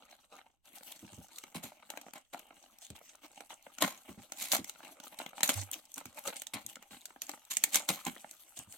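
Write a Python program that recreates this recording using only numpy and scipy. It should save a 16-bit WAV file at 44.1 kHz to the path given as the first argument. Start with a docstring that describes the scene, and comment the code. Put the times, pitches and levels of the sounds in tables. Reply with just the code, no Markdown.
"""A small taped cardboard parcel on a bed is pulled open by hand, close to a phone with two microphone ports.
Rips and rubs are trains of tiny fractures ringing tape film and box; snaps, ticks and knocks are short rings.
Crinkles buckle in quick steps, bumps thud the box wall and its air, a freed flap twangs once as a sine.
Behind them: a short diffuse tail of a small soft room and faint steady coloured noise."""
import sys
import numpy as np
from scipy import signal
from scipy.fft import rfft, irfft, next_fast_len
from scipy.io import wavfile
from scipy.ndimage import uniform_filter1d

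SR = 44100
rng = np.random.default_rng(int(sys.argv[2]) if len(sys.argv) > 2 else 0)


def inscribe(sig):
    """Save sig as 16-bit PCM at rate SR to the path in sys.argv[1].

    A 1-D sig is mono; a 2-D sig holds one channel per row.
    Samples are clipped to [-1, 1] before scaling.
    """
    pcm = np.round(np.clip(np.atleast_2d(sig).T, -1, 1) * 32767)
    wavfile.write(sys.argv[1], SR, pcm.astype(np.int16))


N = 386757
TIME_S = np.arange(N) / SR
TOP_HZ = 16100

# cracks running through tape and board: start_s, rise_s, fall_by_20_db_s, tape_db, board_db
RIP_EVENTS = [(1.542, 0.01, 0.05, -42, -42.5), (1.625, 0.0086, 0.08, -44, -48),
              (2.14, 0.02, 0.0363, -52, -46), (2.323, 0.013, 0.02, -46.5, -46.5),
              (3.8, 0.021, 0.0937, -31.5, -29.5), (4.334, 0.089, 0.1546, -37, -51),
              (4.496, 0.053, 0.0346, -30, -34), (5.428, 0.013, 0.1, -33.5, -43),
              (5.485, 0.012, 0.065, -33.5, -37.5), (6.534, .003, 0.065, -40.5, -36),
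              (7.498, 0.011, 0.0659, -33.5, -50.5), (7.707, 0.051, 0.0539, -26.5, -38),
              (7.875, 0.014, 0.0958, -33, -36), (8.045, 0.026, 0.0374, -39, -35.5)]
# single snaps of tape and creased board: time_s, tape_db, board_db
SNAP_EVENTS = [(1.3845, -42, -69), (1.4385, -49, -45), (1.9025, -38.5, -42.5), (1.974, -47, -40),
               (2.014, -48.5, -55.5), (2.136, -46, -48), (2.18, -52, -59), (2.394, -47.5, -57),
               (2.903, -46, -52.5), (3.4068, -50, -48), (3.505, -58, -44), (3.7847, -41.5, -45),
               (3.8233, -24, -25), (3.847, -38, -28.5), (4.3213, -37.5, -43), (4.5185, -24.5, -40.5),
               (4.524, -23.5, -40), (4.5662, -32.5, -42), (4.6443, -40.5, -53), (4.696, -37, -47.5),
               (4.848, -54, -59), (5.001, -49, -49), (5.1891, -38.5, -51), (5.263, -47, -39.5),
               (5.381, -52, -40), (5.407, -39, -38), (5.4323, -19.5, -27), (5.4924, -25.5, -25.5),
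               (5.98, -38, -44.5), (6.056, -44, -45.5), (6.36, -45.5, -49.5), (6.4195, -37, -51.5),
               (6.469, -39, -55.5), (6.757, -44, -52), (6.826, -52.5, -54), (7.056, -39, -61),
               (7.219, -33, -58), (7.2938, -36.5, -39), (7.5697, -23, -48), (7.639, -17.5, -40),
               (7.745, -22.5, -48), (7.7569, -21, -32.5), (7.8897, -23.5, -32), (8.0671, -36, -34)]
# resting hands, as level of their faint rub: time_s, tape_db, board_db
GRIP_LEVELS = [(0, -68, -60.5), (.46, -80, -86), (0.619, -100, -100), (0.657, -65.5, -68),
               (1.499, -64.5, -64.5), (1.78, -74.5, -68), (2.0, -60.5, -56), (2.29, -78.5, -93),
               (2.359, -67, -57), (2.8, -67.5, -71.5), (3.7, -67.5, -69), (4.5, -61.5, -61),
               (5.6, -69, -66), (5.84, -66, -68.5), (7.45, -67, -71), (7.901, -55, -55),
               (8.33, -63.5, -70.5)]
# finger slipping over tape and board: start_s, length_s, tape_db, board_db
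STROKE_EVENTS = [(0.107, 0.068, -72, -57.5), (0.295, 0.13, -64, -53), (0.743, 0.064, -50, -57),
                 (0.83, 0.15, -52, -62), (1.323, 0.14, -55.5, -66), (1.82, 0.17, -64, -67),
                 (2.804, 0.069, -50.5, -62), (2.946, 0.051, -53.5, -55), (3.03, 0.097, -57, -81),
                 (3.209, 0.083, -58, -55.5), (3.355, 0.088, -58.5, -56.5), (3.489, 0.079, -56, -57),
                 (4.07, 0.079, -56, -53), (4.66, 0.072, -50.5, -58), (4.786, 0.24, -59, -52),
                 (5.011, 0.15, -58.5, -54), (5.116, 0.039, -56, -52.5), (5.188, 0.1, -52, -45.5),
                 (5.348, 0.077, -50, -50.5), (5.552, 0.073, -38, -45.5), (5.72, 0.061, -45, -50.5),
                 (5.951, 0.0805, -53.5, -52.5), (6.148, 0.094, -49, -51), (6.238, 0.12, -46.5, -43),
                 (6.356, 0.069, -48.5, -63.5), (6.676, 0.068, -49, -56), (6.892, 0.092, -56, -54.5),
                 (7.217, 0.07, -50.5, -62), (7.271, 0.085, -51.5, -53), (7.601, 0.15, -47.5, -57),
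                 (8.387, 0.058, -54.5, -68.5), (8.554, 0.065, -48, -59.5), (8.69, 0.092, -54, -62)]
# thin ticks of loose tape film, board still: time_s, level_db
TICK_EVENTS = [(0.919, -46), (2.786, -53), (3.154, -53.5), (3.541, -51), (4.4218, -36.5), (5.477, -31),
               (5.5404, -36), (5.7143, -35), (5.9415, -40), (6.191, -44), (6.3975, -44), (6.664, -36.5),
               (7.2675, -48), (7.451, -54), (8.051, -38), (8.3113, -44), (8.5904, -40), (8.7245, -46.5)]
# dull knocks and creaks of the board under a fingertip: time_s, level_db
KNOCK_EVENTS = [(0.809, -53.5), (1.72, -50), (1.937, -46.5), (2.065, -47.5), (2.083, -49.5), (2.345, -36.5),
                (2.507, -50), (3.013, -53.5), (3.666, -45.5), (4.805, -50), (5.2, -37.5), (5.332, -48),
                (6.011, -46), (6.768, -48), (7.106, -51.5), (7.161, -49), (7.336, -44.5), (8.164, -46.5),
                (8.2444, -42)]
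# soft bumps of the box: time_s, level_db
BUMP_EVENTS = [(1.026, -49), (1.122, -55), (1.176, -48), (1.551, -42), (1.635, -48.5), (2.900, -48.5),
               (3.828, -37), (4.088, -47), (4.172, -50), (4.587, -42), (6.053, -52), (6.538, -47.5),
               (6.645, -58.5), (6.915, -58), (7.895, -40), (8.066, -40), (8.587, -57), (8.67, -59.5)]
# tape film colour: freq_hz, gain_db
TAPE_COLOUR = [(900, -23.5), (2000, -5.5), (3200, -2.5), (4100, -3.5), (5100, -9), (6400, 1.5), (8200, -1),
               (10700, -9), (13000, -5), (15800, -14)]
# cardboard box resonances: freq_hz, width_hz, gain_db
BOX_RESONANCES = [(252, 107, -1.5), (598, 132, -3), (815, 218, -0.5), (1390, 360, -6), (2196, 510, -6.5),
                  (3060, 600, -9.5), (3980, 340, -12)]
# sliding finger stirs mostly the middle resonances: freq_hz, gain_db
RUB_COLOUR = [(400, -2.5), (650, 1), (1100, -1.3)]
# tick colour relative to tape, thinner than a snap: freq_hz, gain_db
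LOOSE_FILM_COLOUR = [(2000, -9), (7000, 2.5)]
# soft fingertip hardly stirs the upper resonances: freq_hz, gain_db
FINGERTIP_COLOUR = [(1700, 1), (5000, -19)]
# difference between what the two ports hear: freq_hz, side_minus_mid_db
PORT_WIDTH = [(250, -17.5), (1100, -6), (4000, -1)]
# port colour: freq_hz, left_minus_right_db
PORT_BALANCE = [(300, -1.5), (2000, 1), (8000, -1), (12500, 5)]
# still-room noise colour: freq_hz, gain_db
STILL_COLOUR = [(60, 11), (700, -18), (15000, -31)]

# stroke swells for a share of its length, then has faded by this much at its end
STROKE_RISE_SHARE, STROKE_FALL_DB = 0.28, 14.5
# grip rub ducks before a stroke, rip or snap: lead of the dip, its Gaussian width, its depth
STICK_LEAD_S, STICK_WIDTH_S, STICK_DB = 0.023, 0.018, -3
# grip bends the board: random resonance shift (share), fading out with frequency
BEND_SHARE, BEND_FADE_HZ = 0.065, 3000
FLAP_START_S, FLAP_HZ, FLAP_DB, FLAP_T60_S = 5.549, 98, -39, 0.17
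ROOM_DB, ROOM_LOW_T60_S, ROOM_HIGH_T60_S = -16.5, 0.17, 0.076
STILL_DB = -83


def rips(tape, box):
    """Tearing force swells, then dies away, driving jerky fibre fractures in tape and board."""
    tape_force, board_force = np.zeros((2, N))
    for start_s, rise_s, fall_s, tape_db, board_db in RIP_EVENTS:
        t = TIME_S - start_s
        rise = np.clip(t / rise_s, 0, 1) ** 2
        force = rise * db_to_gain(-20 * np.maximum(t - rise_s, 0) / fall_s)
        tape_force += db_to_gain(tape_db) * force
        board_force += db_to_gain(board_db) * force
    jerks = unit_rms(db_to_gain(2.38 * random_walk(240, count=4096)))
    tape_breaks = fractures(rate_hz=5000, spread_db=3.0, t60_s=0.0075, gain=tape)
    board_breaks = fractures(rate_hz=1800, spread_db=3.5, t60_s=0.014, gain=box)
    return jerks * (tape_force * tape_breaks + board_force * board_breaks)


def snaps(tape, box, onset_s=0.0006, tape_t60_s=0.017, board_t60_s=0.014,
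          shiver_db=-25, shiver_t60_s=0.12, spot_db=3.0, pan_db=1.8):
    """A crease or tape edge lets go with a sharp crack, then a brief shiver of the sheet."""
    lead_s = 0.01
    out, t = np.zeros((2, N)), TIME_S[:4096] - lead_s
    onset, after_s = np.exp(np.minimum(t, 0) / onset_s), np.maximum(t, 0)
    shiver = db_to_gain(shiver_db) * decay(after_s, shiver_t60_s)
    tape_envelope = onset * (decay(after_s, tape_t60_s) + shiver)
    board_envelope = onset * (decay(after_s, board_t60_s) + shiver)
    for time_s, tape_db, board_db in SNAP_EVENTS:
        spot = spot_colour(spot_db)
        crack = burst_gain(tape_db, 0.005) * ring(tape_envelope, tape * spot)
        knock = burst_gain(board_db, 0.005) * ring(board_envelope, box * spot)
        pan = db_to_gain(pan_db * rng.standard_normal() * np.array([[1], [-1]]))
        mix_in(out, time_s - lead_s, pan * (crack + knock))
    return out


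def handling(tape, box):
    """Fingers slide in fits and starts over tape and board and flick small creases."""
    tape_level, board_level = sliding() * db_to_gain(2.52 * random_walk(45))
    rubbed = box * gain_curve(RUB_COLOUR)
    # dense fractures merge into a smooth rub
    slide = fractures(rate_hz=12000, spread_db=2.5, t60_s=0.010, gain=tape)
    scrape = fractures(rate_hz=900, spread_db=3.5, t60_s=0.016, gain=rubbed)
    creases = crinkles(rate_hz=45, t60_s=0.0083, gain=tape)
    creaks = crinkles(rate_hz=45, t60_s=0.016, gain=rubbed)
    tape_rub = db_to_gain(0.5) * slide + db_to_gain(-1.5) * creases
    board_rub = db_to_gain(-1.5) * (scrape + creaks)
    return tape_level * tape_rub + board_level * board_rub


def sliding():
    """Rub levels of tape and board: the resting grip sticks just before an event; strokes swell and fade."""
    t, stuck = TIME_S[:4096], np.zeros((1, N))
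    halt = np.exp(-((t[::-1] - STICK_LEAD_S) / STICK_WIDTH_S) ** 2)
    for start_s, *_ in STROKE_EVENTS + RIP_EVENTS + SNAP_EVENTS:
        mix_in(stuck, start_s - t[-1], halt[None])
    time_s, *levels_db = np.transpose(GRIP_LEVELS)
    grip_db = np.array([np.interp(TIME_S, time_s, db) for db in levels_db])
    power = db_to_gain(grip_db + STICK_DB * np.minimum(stuck, 1)) ** 2
    for start_s, length_s, tape_db, board_db in STROKE_EVENTS:
        # the fade runs on past the nominal end
        progress = TIME_S[:int(3 * length_s * SR)] / length_s
        swell = np.minimum(progress / STROKE_RISE_SHARE, 1)
        fall = np.maximum(progress - STROKE_RISE_SHARE, 0) / (1 - STROKE_RISE_SHARE)
        stroke = db_to_gain([[tape_db], [board_db]]) * swell * db_to_gain(-STROKE_FALL_DB * fall)
        mix_in(power, start_s, stroke ** 2)
    return np.sqrt(power)


def fractures(rate_hz, spread_db, t60_s, gain, wander_db=8.0, wander_hz=21.98, spot_db=3.5, spots=5):
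    """Tiny breaks at random moments, many small, few large; each spot's level wanders on its own. Rms near 1."""
    t, total = TIME_S[:1024], 0
    for _ in range(spots):
        hit = np.flatnonzero(rng.random(N) < rate_hz / spots / SR)
        size = np.minimum(rng.exponential(size=len(hit)), 4)
        wander = random_walk(wander_hz)[hit]
        breaks = np.zeros((1, N))
        breaks[0, hit] = (-1.) ** hit * db_to_gain(spread_db * size + wander_db * wander)
        response = ring(decay(t, t60_s), bent(gain) * spot_colour(spot_db))
        total = total + signal.oaconvolve(breaks, response, axes=1)[:, :N]
    # even out the summed level over a short window
    power = uniform_filter1d(np.mean(total ** 2, axis=0), size=2600)
    return total / np.sqrt(np.maximum(power, 0) + power.mean() / 100)


def crinkles(rate_hz, t60_s, gain, spread_db=6.0, spot_db=4.5, step_s=0.004):
    """Creases buckle at random moments, each in three quick steps with its own colour. 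Rms 1."""
    out, t = np.zeros((2, N)), TIME_S[:2048]
    for slot_s in np.arange(0, TIME_S[-1], 1 / rate_hz):
        steps_s = np.cumsum(rng.exponential(step_s, 3))
        envelope = sum(rng.random() * (t >= late_s) * decay(np.abs(t - late_s), t60_s) for late_s in steps_s)
        size = db_to_gain(spread_db * np.clip(rng.standard_normal(), -2, 2))
        crease = size * ring(envelope, bent(gain) * spot_colour(spot_db))
        mix_in(out, slot_s + 2 * rng.random() / rate_hz, crease)
    return unit_rms(out)


def flex(x, depth_db=3.5, shift_hz=22, bands=14):
    """The sheets keep bending, so each part of the spectrum swells and sinks on its own."""
    size = next_fast_len(N)
    spectrum, log_hz = rfft(x, size), np.log(bins_hz(size))
    centres = np.log(np.geomspace(200, TOP_HZ, bands))
    out = 0
    for weights in np.eye(bands):
        band = irfft(spectrum * np.interp(log_hz, centres, weights), size)[:, :N]
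        out = out + band * db_to_gain(depth_db * random_walk(shift_hz))
    return out * np.std(x) / np.std(out)


def ticks(tape, t60_s=0.013):
    """A bit of loose film flips over with a dry, very short click."""
    out, film = np.zeros((2, N)), tape * gain_curve(LOOSE_FILM_COLOUR)
    for time_s, level_db in TICK_EVENTS:
        click = ring(decay(TIME_S[:2048], t60_s), film * spot_colour(spread_db=5.0))
        mix_in(out, time_s, burst_gain(level_db, 0.005) * click)
    return out


def knocks(box, t60_s=0.018):
    """The board gives under a fingertip with a short hollow tock."""
    out, dull = np.zeros((2, N)), box * gain_curve(FINGERTIP_COLOUR)
    for time_s, level_db in KNOCK_EVENTS:
        tock = ring(decay(TIME_S[:4096], t60_s), bent(dull) * spot_colour(spread_db=2.0))
        mix_in(out, time_s, burst_gain(level_db, 0.005) * tock)
    return out


def bumps(t60_s=0.12, push_s=0.0022, wall_hz=215, wall_width_hz=106.0, air_hz=95.0, air_db=-4):
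    """A soft push of the hand thuds the box wall and the air inside."""
    out, t = np.zeros((2, N)), TIME_S[:8192]
    envelope = (1 - np.exp(-t / push_s)) * decay(t, t60_s)
    usual_db = np.mean([level_db for _, level_db in BUMP_EVENTS])
    for time_s, level_db in BUMP_EVENTS:
        # a harder push stirs relatively less of the deep air resonance
        air_mode = (air_hz, 45, air_db - (level_db - usual_db))
        wall_and_air = resonances([(wall_hz, wall_width_hz, 0), air_mode])
        mix_in(out, time_s, burst_gain(level_db, 0.02) * ring(envelope, bent(wall_and_air)))
    return out


def flap(release_s=0.049, left_minus_right_db=-7):
    """The flap slides off the finger and swings at one low pitch."""
    t = np.maximum(TIME_S - FLAP_START_S, 0)
    swing = (1 - np.exp(-t / release_s)) ** 2 * decay(t, FLAP_T60_S)
    tone = np.sqrt(2) * swing / swing.max() * np.sin(2 * np.pi * FLAP_HZ * t)
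    pan_db = np.array([[left_minus_right_db], [-left_minus_right_db]]) / 2
    return tone * db_to_gain(FLAP_DB + pan_db)


def room(x, first_echo_s=0.006, split_hz=3500):
    """Short diffuse tail; bedding soaks up the treble first."""
    t = TIME_S[:16384]
    noise = rng.standard_normal((2, len(t)))
    low = signal.sosfilt(signal.butter(2, split_hz, fs=SR, output="sos"), noise)
    high = signal.sosfilt(signal.butter(2, split_hz, "high", fs=SR, output="sos"), noise)
    tail = (low * decay(t, ROOM_LOW_T60_S) - high * decay(t, ROOM_HIGH_T60_S)) * (t > first_echo_s)
    return signal.oaconvolve(x, unit_rms(tail) / np.sqrt(len(t)), axes=1)[:, :N]


def still_room():
    """Faint steady background: coloured noise, independent in each channel."""
    noise = colour(rng.standard_normal((2, N)), gain_curve(STILL_COLOUR))
    return db_to_gain(STILL_DB) * unit_rms(noise)


def ring(envelope, gain):
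    """One spot of the parcel at both ports: dense modes as enveloped noise, unit mean energy per port."""
    mid, side = rng.standard_normal((2, 1, len(envelope))) * envelope
    side = colour(side, gain_curve(PORT_WIDTH))
    ports = colour(np.vstack([mid + side, mid - side]), gain)
    return ports / np.sqrt(np.sum(ports ** 2) / 2)


def bent(gain):
    """Same resonances, moved a little up or down by the bending of the board."""
    f = bins_hz()
    shift = BEND_SHARE * rng.standard_normal() * np.exp(-f / BEND_FADE_HZ)
    return np.interp(f * np.exp(shift), f, gain)


def spot_colour(spread_db, count=30):
    """Every crease and patch of the parcel favours its own frequencies."""
    freq_hz = np.geomspace(TOP_HZ / 2 ** 6, TOP_HZ, count)
    return gain_curve(np.column_stack([freq_hz, spread_db * rng.standard_normal(count)]))


def resonances(modes):
    """Gain per frequency of damped resonances, summed in power."""
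    f = bins_hz()
    power = 0
    for freq_hz, width_hz, gain_db in modes:
        detune = (f * f - freq_hz * freq_hz) / (f * width_hz)
        power = power + db_to_gain(gain_db) ** 2 / (1 + detune ** 2 / 2) ** 2
    return np.sqrt(power)


def gain_curve(points):
    """Gain per frequency through (freq_hz, gain_db) points, straight over log frequency."""
    freq_hz, gain_db = np.transpose(points)
    return db_to_gain(np.interp(np.log(bins_hz()), np.log(freq_hz), gain_db))


def colour(x, gain):
    """Causal minimum-phase filter with the given gain: rings after a click, never before."""
    cepstrum = irfft(np.log(gain + 1e-5))
    half = len(cepstrum) // 2
    # fold the cepstrum onto positive time
    cepstrum[1:half] *= 2
    cepstrum[half + 1:] = 0
    impulse = irfft(np.exp(rfft(cepstrum)))
    return signal.fftconvolve(x, impulse[None], axes=1)[:, :x.shape[1]]


def bins_hz(size=2048):
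    """Frequency grid for colours, kept above zero."""
    return np.maximum(np.fft.rfftfreq(size, 1 / SR), 1)


def random_walk(rate_hz, count=1024):
    """Random levels joined by straight lines; spread near 1."""
    return np.interp(TIME_S * rate_hz + rng.random(), np.arange(count), rng.standard_normal(count))


def decay(t, t60_s):
    """Exponential decay, 60 dB in t60_s."""
    return np.exp(-np.log(1000) * t / t60_s)


def db_to_gain(db):
    """Decibels to amplitude gain."""
    return 10 ** (np.asarray(db) / 20)


def burst_gain(level_db, window_s):
    """Gain giving a unit-energy ring the energy of a steady level_db over window_s."""
    return db_to_gain(level_db) * np.sqrt(window_s * SR)


def unit_rms(x):
    """Scale to rms 1."""
    return x / np.sqrt(np.mean(x ** 2) + 1e-18)


def mix_in(out, time_s, x):
    """Add a sound in place at time_s."""
    i = max(int(time_s * SR), 0)
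    out[:, i:i + x.shape[1]] += x[:, :max(N - i, 0)]


def scene():
    """Parcel, flap, room tail and faint background."""
    tape, box = gain_curve(TAPE_COLOUR), resonances(BOX_RESONANCES)
    parcel = rips(tape, box) + snaps(tape, box) + flex(handling(tape, box))
    parcel = parcel + ticks(tape) + knocks(box) + bumps()
    return parcel + flap() + db_to_gain(ROOM_DB) * room(parcel) + still_room()


def record(dry):
    """Each port has its own colour; the phone cuts the top."""
    lean = np.sqrt(gain_curve(PORT_BALANCE))
    ports = np.vstack([colour(dry[:1], lean), colour(dry[1:], 1 / lean)])
    return signal.sosfilt(signal.ellip(10, 0.2, 70, TOP_HZ, fs=SR, output="sos"), ports)


dry = scene()
out = record(dry)
inscribe(out)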